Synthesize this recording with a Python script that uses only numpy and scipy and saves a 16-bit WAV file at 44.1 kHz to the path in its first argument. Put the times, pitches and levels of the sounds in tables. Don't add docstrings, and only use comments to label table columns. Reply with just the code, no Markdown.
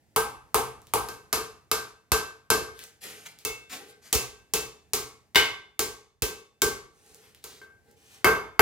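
import sys
import numpy as np
from scipy import signal
from scipy.fft import rfft, irfft
from scipy.io import wavfile

SR = 44100
rng = np.random.default_rng(int(sys.argv[2]) if len(sys.argv) > 2 else 0)


def transcribe(u):
    v = np.clip(np.atleast_2d(u).T, -1, 1)
    q = np.round(v * 32767).astype(np.int16)
    wavfile.write(sys.argv[1], SR, q)


N = 379701

# frequency in Hz, relative density in dB per Hz.
HUSH_SPECTRUM = [(18, -19), (30, -12.5), (81, -1.5), (426, -15.5), (616, -16.5), (801, -16), (1220, -32.5),
                 (1720, -20.5), (3220, -29.5), (7090, -29), (16000, -35)]
# time in seconds, level change in dB.
HUSH_SWELL = [(0, -0.5), (1.001, 6), (1.998, -3.5), (4, 0.5), (5.002, 0.5), (6.199, -10), (6.999, 0),
              (8.6, 0.5)]
HUSH_DB = -66.5

# frequency in Hz, shared part of the amplitude from 0 to 1.
PORT_LIKENESS = [(60, .85), (150, .85), (400, 0.96), (800, 0.4), (1600, 0.7), (3000, 0.6), (6000, 0.55),
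                 (15000, .3)]
# frequency in Hz, lead of the left in radians.
LEFT_LEAD = [(60, 1.1), (150, 0.8), (400, 0.12), (800, 0.3), (1600, -1.4), (3000, -1.2), (6000, -1.7),
             (15000, -1.5)]
# frequency in Hz, left over right in dB.
PORT_BALANCE = [(60, -4.2), (180, -2.5), (400, 1.2), (1500, 1.4), (3000, 0), (6000, .5), (10000, -.4),
                (14000, -2.2)]
# frequency in Hz, t60 in seconds.
GARAGE_T60 = [(60, 0.64), (160, 0.44), (420, 0.43), (1100, 0.46), (2900, 0.42), (7700, 0.36), (15000, 0.27)]

# start in seconds, place struck, crack energy above 4 kHz in dB, air push in dB
# before the side balance, squareness in dB (anvil low ring against the crack before mixing).
BLOWS = [(0.162, "horn tip", 8, -13, -6.5), (0.5445, "horn tip", 9, -12, -12),
         (0.9372, "horn tip", 6.5, -19.5, -14), (1.087, "horn", -9.5, -45, -1.5),
         (1.14, "horn", -25, -52, -3), (1.3286, "horn", 7.5, -22, -12.5), (1.715, "horn", 7.5, -15, -9.5),
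         (2.1187, "horn", 10, 4.5, -5.5), (2.5026, "horn", 11.5, -39, -3.5),
         (3.4502, "edge near heel", 4, -33, -19), (4.128, "edge through rod", 12.5, -28, -28.5),
         (4.151, "edge through rod", 5.5, 1.2, -13.5), (4.537, "edge through rod", 10.5, -35, -19),
         (4.9344, "edge near horn", 9.5, -16.5, -20.5), (5.3477, "bare edge", -4.5, -42, 1.1),
         (5.3574, "bare edge", 14, -24.5, -3), (5.793, "edge near horn", 9.5, -28.5, -14),
         (6.2218, "edge through rod", 7.5, -1.5, -14.5), (6.6194, "edge near horn", 12.5, -29, -8),
         (7.441, "edge near horn", -9, -40, -17.5), (7.616, "face", -33, -42, 18.5),
         (8.245, "face", 9.5, -22, 4.5), (8.5937, "face", 12.5, 0.5, 3.2)]
PLACES = ["horn", "edge through rod", "bare edge", "face", "edge near heel", "edge near horn", "horn tip"]
FACE = 3
CONTACT = [0, 1, 2, 3, 1, 1, 4]
# floor in dB, stand in dB, rod in dB, anvil high ring in dB, edge-blow ring in dB.
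REACH = [(-29, -5.5, -6.5, -17, -26.5), (-29, -5.5, -17.5, -6.5, -7), (-32, -18, -31.5, 4.5, -9),
         (-25, -2.5, -6.5, -1.5, -10), (-26, -3, -13.5, 2.5, -41), (-32, -8, -15.5, -14, -6),
         (-20.5, -0.3, -7, -10, -19.5)]
SQUARE_SHARES = [-0.16, 0.36, 0.19, .3, 0.65]
# frequency in Hz, then relative density in dB per Hz
CRACK_SPECTRUM = [(150, -26, -10.5, -27.5, -3.5, -4), (293, -35, -26.5, -15, -5.5, -24.5),
                  (660, 6.5, 0.5, 2, 18.5, 11.5), (820, 5.5, 3.9, 8.5, 17.5, 22),
                  (1400, 13, -6.5, 7, 21.5, 13), (1960, 0, 1, 6, 13, 6.5), (2180, 2.5, 2.3, 8, 13, 9),
                  (3380, -1, 1, 8, 2.5, 5), (4100, 3, 3.6, 6.5, 3, 4.4), (7100, 2.5, 6, -0.5, 3, 4.6),
                  (8650, -0.4, 2.5, -3, 0, 6.5), (12800, 1.5, 1.5, -3.5, 6.5, 6.5),
                  (16500, -9.5, 3, 0.5, 1.5, 2.1)]

# frequency in Hz, relative energy in dB, t60 in seconds.
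FLOOR_MODES = [(49.6, -7.5, 0.056), (71, -3, 0.1), (129, -1, 0.3)]
# frequency in Hz, relative energy in dB, t60 in seconds.
STAND_MODES = [(427.6, -11.5, 0.25), (446.7, -6, 0.15), (439.8, -3, 0.18), (477.4, -12, 0.094)]
# frequency in Hz, relative energy in dB, t60 in seconds.
ROD_MODES = [(895, -23.5, 0.046), (980, -19, 0.064), (1120, -33.5, 0.057), (1278, -8.5, 0.15),
             (1230, 0.5, 0.032), (1338, -2.5, 0.038)]
# frequency in Hz, relative energy in dB, t60 in seconds.
EDGE_BLOW_MODES = [(389, -16, 0.21), (397, -8, 0.3), (422.5, -2, 0.2), (1117, -8, 0.23), (1159, -4.5, 0.19)]
# frequency in Hz, relative energy in dB, t60 in seconds.
LOW_RING = [(1564.4, 0.00098, 0.31)]
HIGH_HZ = [2060, 2136, 2180, 2648, 2961, 3135, 3535, 3668]
# t60 in seconds, then relative energy in dB
HIGH_RING = [(0.062, -22, -33.5, -15, -22, -38, -25.5, -22.5),
             (0.065, -6.5, -30.5, -4.5, -3, -46, -4, -8.5), (0.25, 1, -11.5, -11.5, -2.5, -6, -1, -11.5),
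             (0.22, 5, -2, -17.5, -9.5, -3.5, -12.5, -9), (0.097, -14, -10.5, -5.5, -17.5, -22, -10, -20),
             (0.074, 0, -9, -21, -12.5, -33, -9, -15), (0.53, -12, -14.5, -22.5, -21.5, -11, -13.5, -20),
             (0.11, -20.5, -25, -11, -24, -42, -19.5, -28)]
HEAD_HZ = [4750, 5130, 6338, 10172, 11620]
# t60 in seconds, then energy in dB against
HEAD_RING = [(0.021, -31.5, -19, -10, -7.5, -17.5), (0.029, -13, -26.5, -20.5, -19.5, -36),
             (0.33, -23, -21, -24, -17.5, -21), (0.3, -20.5, -26, -27.5, -28, -11),
             (0.24, -13.5, -23.5, -28.5, -18, -21.5)]
PUSH_LAG_S = 0.0025

# start in seconds, pulse level in dB before the room, centre in Hz.
TICKS = [(0.818, -34, 5860), (0.87, -29, 3500), (1.2915, -60, 6930), (2.7919, -18, 2370),
         (2.839, -19.5, 6600), (3.018, -34, 3180), (3.0385, -20, 2150), (3.102, -25, 2500),
         (3.2618, -25, 4430), (3.3885, -25.5, 5030), (3.426, -43, 2500), (3.698, -35, 4870),
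         (4.391, -44, 2570), (7.0637, -36, 6640), (7.146, -27, 6930), (7.3481, -28.5, 3000),
         (7.913, -39, 7460)]
# strongest moment in seconds, swell in seconds, fade in seconds,
# grit in dB and stand in dB, both before the room.
SCUFFS = [(2.835, 0.094, 0.019, -50, -61.5), (3.042, 0.038, 0.092, -41.5, -52),
          (3.11, .06, 0.23, -50.5, -61.5), (3.267, .015, 0.013, -41, -70), (3.41, 0.038, 0.065, -62, -70),
          (3.73, 0.039, 0.055, -37.5, -53), (3.799, 0.049, 0.091, -54.5, -53),
          (3.902, 0.041, 0.032, -54.5, -56), (4.061, 0.049, 0.084, -54, -77.5),
          (7.11, .2, 0.25, -61, -64.5), (7.249, 0.084, 0.1, -61, -70), (7.502, 0.09, 0.17, -54, -63.5),
          (7.9, 0.069, 0.055, -68.5, -62), (8.148, .2, 0.095, -56.5, -69.5)]
# frequency in Hz, relative density in dB per Hz.
GRIT_SPECTRUM = [(59, -54), (100, 8), (302, -1), (381, -23.5), (535, 3), (1250, 3), (2130, 6), (7450, 0),
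                 (16000, -8)]
# frequency in Hz, relative energy in dB, t60 in seconds.
DRAG_RING = [(814, 1.5, 0.11)]
STROKE_DB, STROKE_ANVIL_DB = 13.5, -5

CEILING, EDGE_HZ = 0.9, 15800


def gain_of(db):
    return 10 ** (np.asarray(db) / 20)


def evened(x):
    return x / np.sqrt(np.mean(x ** 2) + 1e-20)


def read(points, hz):
    f, value = np.transpose(points)
    return np.interp(np.log(hz + 1), np.log(f + 1), value)


def add(mix, s, sound):
    part = mix[..., round(s * SR):][..., :sound.shape[-1]]
    part += sound[..., :part.shape[-1]]


def coloured(points, count):
    hz = np.fft.rfftfreq(count, 1 / SR)
    white = rfft(rng.standard_normal(count))
    return evened(irfft(white * gain_of(read(points, hz)), count))


def ports(left, other):
    count = len(left)
    hz = np.fft.rfftfreq(count, 1 / SR)
    same = np.clip(read(PORT_LIKENESS, hz), 0, 1)
    tilt = gain_of(read(PORT_BALANCE, hz) / 2)
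    a, b = rfft(left), rfft(other)
    shared = same * a * np.exp(-1j * read(LEFT_LEAD, hz))
    right = shared + np.sqrt(1 - same ** 2) * b
    return irfft(np.array([a * tilt, right / tilt]), count)


def hush():
    swell_db = np.interp(np.arange(N) / SR, *np.transpose(HUSH_SWELL))
    return gain_of(HUSH_DB + swell_db) * ports(coloured(HUSH_SPECTRUM, N), coloured(HUSH_SPECTRUM, N))


def garage(wet_db, early_db=9, early_s=0.00042, beam_hz=1200):
    t = np.arange(30000) / SR
    lead = 40
    hz, frame_s, z = signal.stft(rng.standard_normal((2, len(t))), SR, nperseg=512)
    decay = gain_of(-60 * frame_s / read(GARAGE_T60, hz)[:, None])
    tails = signal.istft(z * decay, SR, nperseg=512)[1][:, :len(t)]
    after_direct = t > lead / SR
    tails = gain_of(wet_db) * tails * after_direct / np.linalg.norm(tails[0])
    near = tails * gain_of(early_db) * np.exp(-t / early_s)
    near[:, lead] += 1
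    near = signal.lfilter(*signal.butter(1, beam_hz, "high", fs=SR), near)
    return np.roll(ports(*(tails + near)), -lead, 1) * (t < 0.6)


def heard(x, room):
    return signal.fftconvolve(x[None], room, axes=1)


def snap(points):
    log_gain = np.log(gain_of(read(points, np.fft.rfftfreq(2048, 1 / SR))))
    mirrored = np.r_[log_gain, log_gain[-2:0:-1]]
    log_spectrum = signal.hilbert(mirrored).conj()
    pulse = np.fft.ifft(np.exp(log_spectrum)).real[:1024]
    return pulse / np.linalg.norm(pulse)


def crack(contact, db, room):
    sound = heard(snap([(row[0], row[1 + contact]) for row in CRACK_SPECTRUM]), room)
    treble = signal.sosfilt(signal.butter(4, 4000, "high", fs=SR, output="sos"), sound)
    return gain_of(db) * sound / np.sqrt((treble ** 2).sum(1).mean())


def push(db):
    t = np.maximum(np.arange(3000) / SR - np.array([[0], [PUSH_LAG_S]]), 0)
    hz = (55 + 220 * np.exp(-t / 0.0023)) * (t > 0)
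    swing = -np.sin(2 * np.pi * np.cumsum(hz, 1) / SR) * np.exp(-t / 0.011)
    sides = gain_of([[db - 3], [db + 2]])
    return sides * swing / np.linalg.norm(swing[0])


def ring(modes, db, room):
    t = np.arange(24000) / SR
    hz, mode_db, t60 = np.transpose(modes)[:, :, None]
    near = 1 / ((np.fft.rfftfreq(room.shape[1], 1 / SR) - hz) ** 2 + (1.1 / t60) ** 2)
    passed = near @ (abs(rfft(room)) ** 2).mean(0) / near.sum(1)
    sines = gain_of(-60 * t / t60) * np.sin(2 * np.pi * hz * t)
    return (gain_of(db + mode_db[:, 0]) / np.sqrt(passed * (sines ** 2).sum(1))) @ sines


def struck_at(column, hz, rows):
    return [(f, row[1 + column], row[0]) for f, row in zip(hz, rows)]


def dull_bodies(floor_db, stand_db, rod_db, edge_blow_db, room):
    knocked = ring(FLOOR_MODES, floor_db, room) + ring(STAND_MODES, stand_db, room)
    return knocked + ring(ROD_MODES, rod_db, room) + ring(EDGE_BLOW_MODES, edge_blow_db, room)


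def anvil(place, low_db, high_db, room):
    return ring(LOW_RING, low_db, room) + ring(struck_at(place, HIGH_HZ, HIGH_RING), high_db, room)


def hammer_head(contact, db, room):
    return ring(struck_at(contact, HEAD_HZ, HEAD_RING), db, room)


def blow(where, crack_db, push_db, square_db):
    place = PLACES.index(where)
    contact = CONTACT[place]
    room, close = garage(4.9, early_db=8, early_s=0.0017), garage(3.5)
    body_db = crack_db + np.array(REACH[place]) + square_db * np.array(SQUARE_SHARES)
    floor_db, stand_db, rod_db, high_db, edge_blow_db = body_db
    dull = dull_bodies(floor_db, stand_db, rod_db, edge_blow_db, room)
    steel = anvil(place, crack_db + square_db, high_db, close)
    head = hammer_head(contact, crack_db, close)
    sound = heard(dull, room) + heard(gain_of(-2.5) * steel + gain_of(-5.5) * head, close)
    add(sound, 0, gain_of(-5.5) * head + gain_of(-6.5) * steel)
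    add(sound, 0, crack(contact, crack_db, room))
    add(sound, 0, push(push_db))
    return sound


def tick(db, hz):
    pulse = snap([(hz / 4, -12), (hz, 0), (hz * 3, -8)])
    return heard(gain_of(db) * pulse, garage(1.7, early_db=20))


def scuff(s, swell_s, fade_s, grit_db, stand_db):
    t, room = np.arange(-swell_s, fade_s, 1 / SR), garage(-1.2, early_db=39.0)
    stroke = gain_of(-STROKE_DB * np.maximum(-t / swell_s, t / fade_s))
    grains = np.repeat(gain_of(0.8 * rng.exponential(1, SR // 100)), 100)
    rubbing = evened(rng.standard_normal(SR) * grains)[:len(t)]
    shake = rubbing * stroke * signal.windows.tukey(len(t), 0.2)
    steel = anvil(FACE, 0, -10.5, room) + ring(DRAG_RING, 0, room)
    driven = ring(STAND_MODES, stand_db, room) + gain_of(stand_db + STROKE_ANVIL_DB) * steel
    sound = signal.fftconvolve(shake, driven)
    add(sound, 0, np.convolve(gain_of(grit_db) * shake, snap(GRIT_SPECTRUM)))
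    return s - swell_s, heard(sound, room)


def scene():
    mix = hush()
    for s, *row in BLOWS:
        add(mix, s, blow(*row))
    for s, *row in TICKS:
        add(mix, s, tick(*row))
    for row in SCUFFS:
        add(mix, *scuff(*row))
    return mix


def roll_off(x):
    return signal.sosfilt(signal.butter(12, 16970, fs=SR, output="sos"), x)


def record(dry):
    cut = signal.sosfilt(signal.butter(4, 50, "high", fs=SR, output="sos"), dry)
    rounded = CEILING * np.tanh(cut / CEILING)
    edge = signal.firwin(129, EDGE_HZ, window=("kaiser", 4), fs=SR)
    finished = signal.oaconvolve(rounded, edge[None], "same")
    return roll_off(finished)


dry = scene()
out = record(dry)
transcribe(out)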